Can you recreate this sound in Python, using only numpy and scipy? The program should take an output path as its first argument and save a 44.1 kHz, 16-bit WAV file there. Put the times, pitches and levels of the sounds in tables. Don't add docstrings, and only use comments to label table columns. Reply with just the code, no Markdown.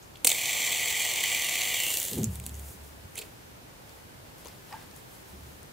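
import sys
import numpy as np
from scipy import signal
from scipy.io import wavfile
from scipy.ndimage import uniform_filter1d

SR = 44100
rng = np.random.default_rng(int(sys.argv[2]) if len(sys.argv) > 2 else 0)


def dump(signal):
    limited = np.clip(np.atleast_2d(signal).T, -1, 1)
    pcm = np.round(limited * 32767).astype(np.int16)
    wavfile.write(sys.argv[1], SR, pcm)


def field_ratio(decibels):
    return 10 ** (np.asarray(decibels, dtype=float) / 20)


N = 252252

# pitch_hz, level_db
ROOM_COLOUR = [(15, -38), (25, -22), (39, -5.5), (114, -2.5), (259, -9), (553, -12.5), (706, -15),
               (854, -14.5), (1180, -19), (1640, -19.5), (1980, -21), (4360, -24.5), (8600, -27.5),
               (15200, -28), (16500, -55)]
# time_s, level_db
ROOM_SWELL = [(0.0, -0.5), (5.72, 0.5)]
# pitch_hz, side_over_middle_db
ROOM_WIDTH = [(60, -16), (130, -8), (290, -1), (640, 2), (1410, 3.5), (3100, 1), (6820, -0.5), (15000, 0.5)]
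NEAR_WIDTH = [(60, -11), (110, -26), (200, -21), (380, -6), (700, -8), (1290, -21), (2380, -15),
              (4400, -12), (8120, -11.5), (15000, -8)]
# pitch_hz, level_db
ECHO_COLOUR = [(20, -40), (500, 0), (21000, -2)]

# pitch_hz, width_hz, level_db
TABLE_THUD = [(108.2, 21, 4.5), (155, 45, -3.5)]
TABLE_KNOCK = [(211, 82, 2), (270, 140, -13), (368, 110, -2), (480, 68, -35)]
# crest_s, wobble_db, hand_stops_it_s
PUSHES = [
    (2.21, -37, 2.2),
    (2.3, -39, 2.62),
    (2.54, -39.5, 2.72),
    (2.81, -49.5, 3.04),
    (2.95, -54, 3.0),
    (3.05, -55, 3.09),
    (5.36, -49, 5.7),
]
# crest_s, thud_db, knock_over_thud_db, die_away_s (time to fall 60 dB)
JOLTS = [
    (2.13, -49, 12.5, 0.79),
    (2.192, -32.5, 5, 0.43),
    (2.29, -42.5, -11, 0.25),
    (2.401, -46.5, -6, 1),
    (2.54, -56, -1.5, 1),
    (2.71, -59, 9, 0.23),
    (3.05, -65, -17, 0.27),
    (5.355, -56, 8, 0.23),
    (5.4, -53.5, -3, 0.96),
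    (5.64, -57, -2, .5),
]

# pitch_hz, level_db
FINE_COLOUR = [(2940, -22), (5000, -13), (6780, -2), (8490, -2), (13300, -3), (15900, -4), (16300, -14),
               (16500, -47)]
COARSE_COLOUR = [(290, -24), (500, -8), (662, -6.5), (860, -8.5), (1380, -14.5), (1620, -12.5), (2980, -13),
                 (5500, -18), (7150, -30), (12100, -120)]
# middle_s, length_s, fine_db, coarse_over_fine_db
STROKES = [(2.254, 0.18, -56.5, -3.5), (2.346, 0.14, -50.5, -13), (2.47, 0.18, -55, -9),
           (2.574, 0.15, -54.5, -13), (2.69, 0.24, -51, -18), (2.858, .18, -60, -18.5),
           (3.215, 0.2, -58, -1), (3.932, 0.35, -63.5, 0), (4.273, 0.072, -74, 11),
           (4.402, 0.062, -64, -14), (4.48, 0.26, -69, 10), (4.73, 0.19, -64, 7.5), (4.821, 0.1, -64, 6),
           (4.98, .12, -64, -1), (5.15, 0.18, -62, -6), (5.304, 0.089, -63, -6), (5.502, 0.32, -69, -19)]
# start_s, end_s
HOLDS = [(2.2, 3.4), (4.3, 5.6)]

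# start_s, peak_db, pitch_hz, die_away_s
TAPS = [(.015, -53, 6140, 0.17), (.155, -41, 3600, 0.022), (.258, -22, 8600, .11), (.2705, -21, 4250, 0.04),
        (2.232, -30, 6700, 0.01), (2.243, -36, 7000, 0.058), (3.155, -40, 2100, 0.026),
        (2.232, -37.5, 3360, 0.017), (3.166, -42, 2890, .04), (3.176, -36.5, 2470, 0.048),
        (3.188, -46, 3160, .035), (3.213, -39.5, 2510, 0.065), (3.213, -50, 4400, .07),
        (4.455, -38.5, 406, 0.039), (4.455, -47, 955, 0.074)]
HOLLOW_BLOWS = [(.2458, -31, 277, 0.047), (.2462, -27, 480, 0.047), (.2462, -35, 750, .03),
                (.2462, -38, 1100, .025), (.2692, -44, 520, .025), (.2692, -38, 784, 0.02),
                (.2692, -44, 1190, 0.022), (.2905, -39, 700, .06), (.313, -36, 860, 0.021),
                (.313, -40, 480, 0.037), (4.706, -45, 960, .08), (4.722, -38, 810, .09),
                (4.723, -39, 1150, 0.076), (4.721, -42.5, 1844, 0.057), (4.738, -34, 884, 0.067),
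                (4.742, -46, 1624, 0.18), (4.76, -42, 880, .1), (4.82, -52, 1590, .07)]
LANDING_BLOWS = [(2.115, -39, 260, 0.21), (2.16, -29, 150.3, 0.15), (2.168, -31.5, 202.6, 0.19),
                 (2.19, -36, 115, .09), (2.19, -43, 305, 0.088), (2.208, -25.5, 219, 0.13),
                 (2.262, -33, 88, 0.17), (2.268, -32, 184.3, 0.16), (2.45, -45.5, 257, 0.15),
                 (2.94, -50, 105, .2), (3.02, -43, 93, 0.18)]
ROUGH_BLOWS = [
    (2.12, -49, 437, 0.092),
    (2.125, -35, 140, .15),
    (2.172, -38, 366, 0.18),
    (2.175, -47, 446, 0.15),
    (3.175, -46, 430, 0.36),
    (3.18, -45, 4400, 0.16),
    (4.724, -47, 2450, 0.059),
    (4.725, -48, 1450, 0.07),
]

# start_s, peak_db, ring_hz, dull_body_over_crack_db
FLICK_CLICKS = [(.156, -48, 7780, 7.5), (.1699, -41.5, 9860, -1), (.2445, -24, 9000, -14),
                (.2463, -3.5, 9600, -7.5), (.248, -20, 9000, -7), (.2496, -9.5, 7500, -8),
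                (.2515, -18, 7600, -10), (.2535, -19, 7900, -10), (.2665, -23, 8500, -22),
                (.2692, -3.5, 13200, -17), (.2708, -15.5, 8500, -15), (.2725, -9, 8600, -3),
                (.2742, -13, 9360, -11), (.2765, -18, 9000, -14), (.279, -24, 7940, -10),
                (.284, -20, 9000, -10), (.29, -19, 6800, -7), (.2915, -12, 6960, -9), (.294, -14, 6700, -8),
                (.3011, -12, 7560, -2), (.3035, -22, 7560, -5), (.3138, -14, 7300, -8.5),
                (.3165, -12, 7500, -1), (.3266, -17, 7700, -12)]
LATE_SPINNER_CLICKS = [(1.9225, -27, 13500, -45), (1.9995, -15, 13590, -30), (2.051, -17, 10400, -30),
                       (2.178, -32, 10100, -4), (2.1825, -24, 9700, -11), (2.2314, -27, 11700, -16),
                       (2.2421, -12.5, 7250, -24), (2.3555, -28, 9000, -7), (2.3987, -29, 8300, -7),
                       (2.4385, -37, 7850, -5), (2.4578, -36, 8700, -7), (2.4636, -21, 10300, -9),
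                       (2.4707, -34, 8130, -18), (2.4932, -33, 7860, -7), (2.5425, -36, 6690, -9),
                       (2.5521, -33, 7500, -17), (2.5945, -35, 8650, -8)]
GRIP_CLICKS = [(3.154, -30.5, 11000, -18), (3.1574, -37, 9500, -10), (3.1662, -37, 8060, -7),
               (3.171, -40, 8000, -2), (3.1747, -29, 11800, -6), (3.1777, -21.5, 9600, -7),
               (3.1814, -34, 7940, -7), (3.184, -36, 7900, -5), (3.1865, -28, 8170, -8),
               (3.189, -27.5, 11000, -3), (3.1915, -33, 11000, -8), (3.1965, -38, 7540, -1),
               (3.2128, -34, 8100, -5), (3.2155, -40, 8100, -4), (3.2195, -45, 7000, -5),
               (3.2217, -41, 6470, 0), (3.2255, -46, 7000, -1)]
CHAIN_CLICKS = [(3.8931, -44.5, 5510, -5), (4.381, -45, 14000, -20), (4.4473, -42, 9950, -5),
                (4.4558, -41, 6450, -2), (4.483, -49, 9700, -6), (4.4637, -45, 6520, -2),
                (4.47, -38, 6640, -6), (4.4822, -37, 4500, -9), (4.7257, -42, 5300, 0),
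                (4.9114, -46, 5700, -5), (4.9621, -37, 9700, -21), (4.9734, -44, 8770, -14),
                (5.6293, -42.5, 8890, -20)]
# pitch_hz, level_db
CRACK_COLOUR = [(3470, -13), (5900, 3.5), (6910, 2.5), (7520, 5), (9780, -7), (10900, -1), (11900, -9),
                (13100, 3), (16000, 0.5)]
DULL_COLOUR = [(88, -39), (150, -11), (455, -2), (768, 0), (1340, -20), (1660, -38), (1980, 2.5), (3450, 9),
               (4300, 9), (4900, 4), (6370, -8), (10800, -120)]

# time_s, level_db, turned_away (0 to 1), edge_ring_db
SPIN = [(.25, -44, 0.4, -28), (.3, -33, 0.42, -29), (.45, -29.5, 0.07, -23), (1.2, -29, 0.06, -12),
        (1.45, -29.5, 0.1, -8), (1.75, -30, 0.12, -7), (1.81, -31.5, 0.32, -6), (1.89, -31, .75, -3),
        (1.95, -31, 0.92, -8.5), (2.03, -33.5, 0.93, -15), (2.13, -38, 0.97, -16), (2.26, -49.5, 0.83, -23)]
# pitch_hz, width_hz, level_db
SHELL_TONES = [(2010, 152, 0), (2142, 120, 0.5), (2310, 350, 2), (2514, 530, -5.5)]
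CAP_TONES = [(2770, 80, -10), (2830, 41, -1), (3216, 510, -0.5), (3670, 490, -8), (4400, 680, -6)]
BALL_TONES = [(5220, 1100, -12), (6090, 520, -1.5), (6450, 340, -0.5), (6800, 660, -4.5), (7300, 490, -0.5),
              (7600, 270, 5.5), (8100, 500, -4.5), (8680, 730, -4), (9700, 2500, -10), (12400, 1600, -10),
              (14700, 2100, -8), (15540, 1300, -8)]
HUB_TONES = [(354, 410, -9), (473, 376, -3), (736, 87, 2.5), (859, 82, -1), (1150, 245, -5)]
EDGE_TONES = [(2698, 250, -4), (2908, 210, -3.5)]
# pitch_hz, level_db
SIDE_COLOUR = [(150, -45), (250, -12), (386, -7.5), (421, -11), (493, -4), (1400, -21), (1880, -8),
               (2400, -30), (3170, -3.5), (4410, -6), (4990, -10.5), (7440, 0), (11900, -4.5),
               (13900, -0.5), (16000, -6.5)]
# start_s, peak_db
BALL_KNOCKS = [(0.3474, -18.5), (0.4559, -14.5), (0.4994, -20), (0.6025, -28), (0.6264, -20),
               (0.6484, -15.5), (0.6954, -20), (0.7224, -15), (0.8154, -26), (0.8579, -16), (0.8824, -16),
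               (0.9034, -22), (0.9964, -17), (1.0206, -14), (1.0889, -17), (1.1134, -18), (1.1374, -18),
               (1.1574, -18), (1.1804, -25), (1.2376, -11), (1.2534, -26), (1.276, -19), (1.3154, -27),
               (1.3314, -18), (1.3964, -17), (1.4094, -22), (1.4214, -17), (1.4444, -16), (1.4594, -20),
               (1.493, -13.5), (1.5534, -16.5), (1.6167, -14), (1.6534, -17), (1.6894, -22), (1.7145, -22),
               (1.7424, -17), (1.8014, -13.5), (1.8347, -16), (1.8652, -16), (1.9034, -15.5), (1.9404, -14),
               (1.9714, -12), (1.9774, -21), (1.9844, -20), (2.0164, -17), (2.0284, -16), (2.0744, -31),
               (2.0834, -21), (2.1134, -24), (2.1324, -18)]


def evened(x):
    return x / np.sqrt(np.mean(x ** 2) + 1e-20)


def curve(rows, outside=-120.):
    s, *columns = np.transpose(rows)
    return [np.interp(np.arange(N) / SR, s, column, outside, outside) for column in columns]


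def crest(s, rise, t60):
    t = np.arange(N) / SR - s
    swell = np.cos(np.pi / 2 * np.clip(t / rise, -1, 0)) ** 2
    return swell * field_ratio(-60 * np.maximum(t, 0) / t60)


def colour(x, points):
    hz, db = np.transpose(points)
    grid_hz = abs(np.fft.fftfreq(8192, 1 / SR))
    gain_db = np.interp(np.log(grid_hz + 1), np.log(hz), db, -70, -70)
    response = np.exp(np.conj(signal.hilbert(np.log(field_ratio(gain_db)))))
    taps = np.fft.ifft(response).real[:4096]
    return signal.oaconvolve(x, taps)[:len(x)]


def widened(x, points):
    return colour(x, [(20, points[0][1]), *points, (21000, points[-1][1])])


def pan(left_over_right_db):
    return field_ratio(left_over_right_db * np.array([[.5], [-.5]]))


def resonate(x, hz, width):
    r = np.exp(-np.pi * abs(width) / SR)
    return 2 * signal.lfilter([1 - r], [1, -r * np.exp(2j * np.pi * hz / SR)], x + 0j).real


def body(x, modes, sway_db=0):
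    sway = rng.standard_normal((len(modes), len(x) // 256 + 2))
    sway = sway_db * evened(uniform_filter1d(sway, 20))
    at = np.arange(len(x)) / 256
    out = np.zeros(len(x))
    for k, (hz, width, db) in enumerate(modes):
        ring = resonate(resonate(x, hz, 1.21 * width), hz, 1.21 * width)
        level_db = db + np.interp(at, np.arange(len(sway[k])), sway[k])
        out += (-1) ** k * field_ratio(level_db) * ring
    return evened(out)


def grains(per_s, spread_db):
    draw = rng.random((N, 3))
    sign = np.sign(draw[:, 0] - .5)
    size = field_ratio(-spread_db * np.log(1.006 - draw[:, 1]))
    return sign * size * (draw[:, 2] < per_s / SR)


def add(mix, s, sound):
    part = mix[..., round(s * SR):][..., :sound.shape[-1]]
    part += sound[..., :part.shape[-1]]


def tail(t60, length):
    count = int(length * SR)
    x = rng.standard_normal(count) * field_ratio(-60 * np.arange(count) / SR / t60)
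    return x / np.linalg.norm(x)


def room():
    mid, side = (colour(x, ROOM_COLOUR) for x in rng.standard_normal((2, N)))
    side = widened(side, ROOM_WIDTH)
    level_db = -52 + curve(ROOM_SWELL, 0)[0]
    return field_ratio(level_db) * np.array([mid + side, mid - side]) / mid.std()


def table():
    wobble_hz, wobble_rise_s, wobble_t60_s = 71.1, 0.073, 1.7
    hand_stop_s, jolt_rise_s = 0.024, 0.048
    shake, t = rng.standard_normal(N), np.arange(N) / SR
    thud, knock = body(shake, TABLE_THUD), body(shake, TABLE_KNOCK)
    swing = np.zeros(N)
    for s, db, stop in PUSHES:
        damping = np.clip((stop - t) / hand_stop_s, 0, 1)
        push = field_ratio(db) * crest(s, wobble_rise_s, wobble_t60_s) * damping
        swing = np.maximum(swing, push)
    out = np.sqrt(2) * swing * np.sin(2 * np.pi * wobble_hz * t)
    for s, db, knock_db, t60 in JOLTS:
        jolt = crest(s, jolt_rise_s, t60)
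        out += field_ratio(db) * jolt * (thud + field_ratio(knock_db - 2.5) * jolt * knock)
    return out


def rustle():
    fine = evened(colour(grains(7000, 2.3), FINE_COLOUR))
    coarse = evened(colour(grains(6000, 1.0), COARSE_COLOUR))
    t = np.arange(N) / SR
    held = sum(1. * (t > start) * (t < end) for start, end in HOLDS)
    held = uniform_filter1d(held, SR // 5)
    out = held * field_ratio(-66) * (fine + coarse)
    for s, length, db, coarse_db in STROKES:
        stroke = np.cos(np.pi * np.clip((t - s) / length, -.5, .5)) ** 2
        out += field_ratio(db) * stroke * (fine + field_ratio(coarse_db) * coarse)
    return out


def blows_of(rows, rise_share, rough):
    out, t = np.zeros(N), np.arange(9000) / SR
    for s, db, hz, t60 in rows:
        noise = body(rng.standard_normal(9000), [(hz, 0.3 * hz, 0)])
        note = (1 - rough) * np.sin(2 * np.pi * hz * t) + 0.91 * rough * noise
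        rise = rise_share * t60
        swell = np.sin(np.pi / 2 * np.minimum(t / rise, 1)) ** 2
        add(out, s, field_ratio(db - 60 * np.maximum(t - rise, 0) / t60) * swell * note)
    return out


def soft_blows():
    return (blows_of(TAPS, rise_share=0.091, rough=0.64)
            + blows_of(HOLLOW_BLOWS, rise_share=0.064, rough=0.34)
            + blows_of(LANDING_BLOWS, rise_share=0.23, rough=0.21)
            + blows_of(ROUGH_BLOWS, rise_share=0.054, rough=0.58))


def clicks_of(rows, left_over_right_db, t60, crack_db):
    out, t = np.zeros((2, N)), np.arange(3000) / SR
    rattle = field_ratio(-60 * t / max(t60, .004))
    snap = 0.8 * field_ratio(-60 * t / 0.0031)
    attack = np.minimum(t / 0.000053, 1)
    for s, db, hz, dull_db in rows:
        burst = rng.standard_normal(3000) * (rattle + snap) * attack
        ring = evened(resonate(burst, hz, 700))
        crack = field_ratio(crack_db) * evened(colour(burst, CRACK_COLOUR)) + ring
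        dull = colour(burst, DULL_COLOUR)
        sound = crack / abs(crack).max() + field_ratio(dull_db) * dull / abs(dull).max()
        add(out, s + .0006, field_ratio(db) * pan(left_over_right_db) * sound)
    return out


def clicks():
    return (clicks_of(FLICK_CLICKS, left_over_right_db=-1.7, t60=0.015, crack_db=0.3)
            + clicks_of(LATE_SPINNER_CLICKS, left_over_right_db=-3.3, t60=0.011, crack_db=-0.33)
            + clicks_of(GRIP_CLICKS, left_over_right_db=-4, t60=0.022, crack_db=-2.5)
            + clicks_of(CHAIN_CLICKS, left_over_right_db=12, t60=.015, crack_db=-4))


def ball_ticks(away):
    ball_pass_hz, pass_depth, pass_jitter = 87.8, 0.11, 0.1544
    clump_db, clump_s = 1.3, .004
    wander = evened(uniform_filter1d(rng.standard_normal(N), 2000))
    phase = 2 * np.pi * np.cumsum(ball_pass_hz * (1 + pass_jitter * wander)) / SR
    clumps = evened(uniform_filter1d(rng.standard_normal(N), int(clump_s * SR)))
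    throb = (1 + pass_depth * np.sin(phase)) * field_ratio(clump_db * clumps)
    ticks = grains(6000, 3 + 0.18 * away)
    return evened(ticks + 1.03 * rng.standard_normal(N)) * throb


def cage_knocks(level_db, away):
    first_s, turns_per_s, turn_jitter = .318, 42.7, .12
    knock_db, spread_db = 5, 0.5
    boost_db = 19
    events = [(s, db - level_db[round(s * SR)] + boost_db - 6) for s, db in BALL_KNOCKS]
    for turn in range(100):
        late, louder = rng.standard_normal(2)
        s = first_s + (turn + turn_jitter * late) / turns_per_s
        db = knock_db + spread_db * np.clip(louder, -3, 1.2)
        events.append((s, db + boost_db - 8 * away[round(s * SR)]))
    knocks = np.zeros(N)
    for s, db in events:
        add(knocks, s, field_ratio(db) * tail(0.0083, .006) * np.minimum(np.arange(264) / 8, 1))
    return knocks


def spinner():
    cap_db, balls_db, hub_db = -2, 0.5, -13
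    level_db, away, ring_db = curve(SPIN)
    away = np.clip(away, 0, 1)
    ticks, knocks = ball_ticks(away), cage_knocks(level_db, away)
    in_shell = ticks + 0.69 * knocks
    in_cap = ticks + 0.76 * knocks
    from_side = ticks + 0.73 * knocks
    in_balls = ticks + knocks
    facing = body(in_shell, SHELL_TONES, 0.44)
    facing += field_ratio(cap_db) * body(in_cap, CAP_TONES, 0.58)
    facing += field_ratio(balls_db) * body(in_balls, BALL_TONES, 0.92)
    hub = body(in_shell + 1.1 * rng.standard_normal(N), HUB_TONES)
    facing = evened(facing + field_ratio(hub_db) * hub)
    aside = evened(colour(from_side * rng.choice([-1, 1], N), SIDE_COLOUR))
    turned = np.sqrt(1 - away) * facing + np.sqrt(away) * aside
    edge_ring = body(in_shell, EDGE_TONES, 1.9)
    return field_ratio(level_db) * (turned + field_ratio(ring_db) * edge_ring)


def scene():
    echo_db, echo_t60_s, hand_sways_per_s = -16, .2, 2.3
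    near = clicks() + pan(-0.6) * spinner() + soft_blows() + rustle()
    echo = []
    for x in near:
        reflections = np.r_[np.zeros(150), tail(echo_t60_s, .3)]
        echo.append(signal.oaconvolve(colour(x, ECHO_COLOUR), reflections)[:N])
    sway = 2 * np.pi * hand_sways_per_s * np.arange(N) / SR
    side = np.zeros(N)
    for turn in (np.cos, np.sin):
        side += signal.oaconvolve(near.mean(0) * turn(sway), tail(.12, .12))[:N]
    side = widened(side, NEAR_WIDTH)
    return near + field_ratio(echo_db) * np.array(echo) + np.array([side, -side]) + table() + room()


def top_cut(x):
    return signal.sosfilt(signal.butter(12, 16990, fs=SR, output="sos"), x)


def record(dry):
    upper_edge_hz = 15770
    low_pass = signal.firwin(1535, upper_edge_hz, window=("kaiser", 9), fs=SR)
    limited = signal.oaconvolve(dry, low_pass[None], "same")
    return top_cut(limited)


dry = scene()
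out = record(dry)
dump(out)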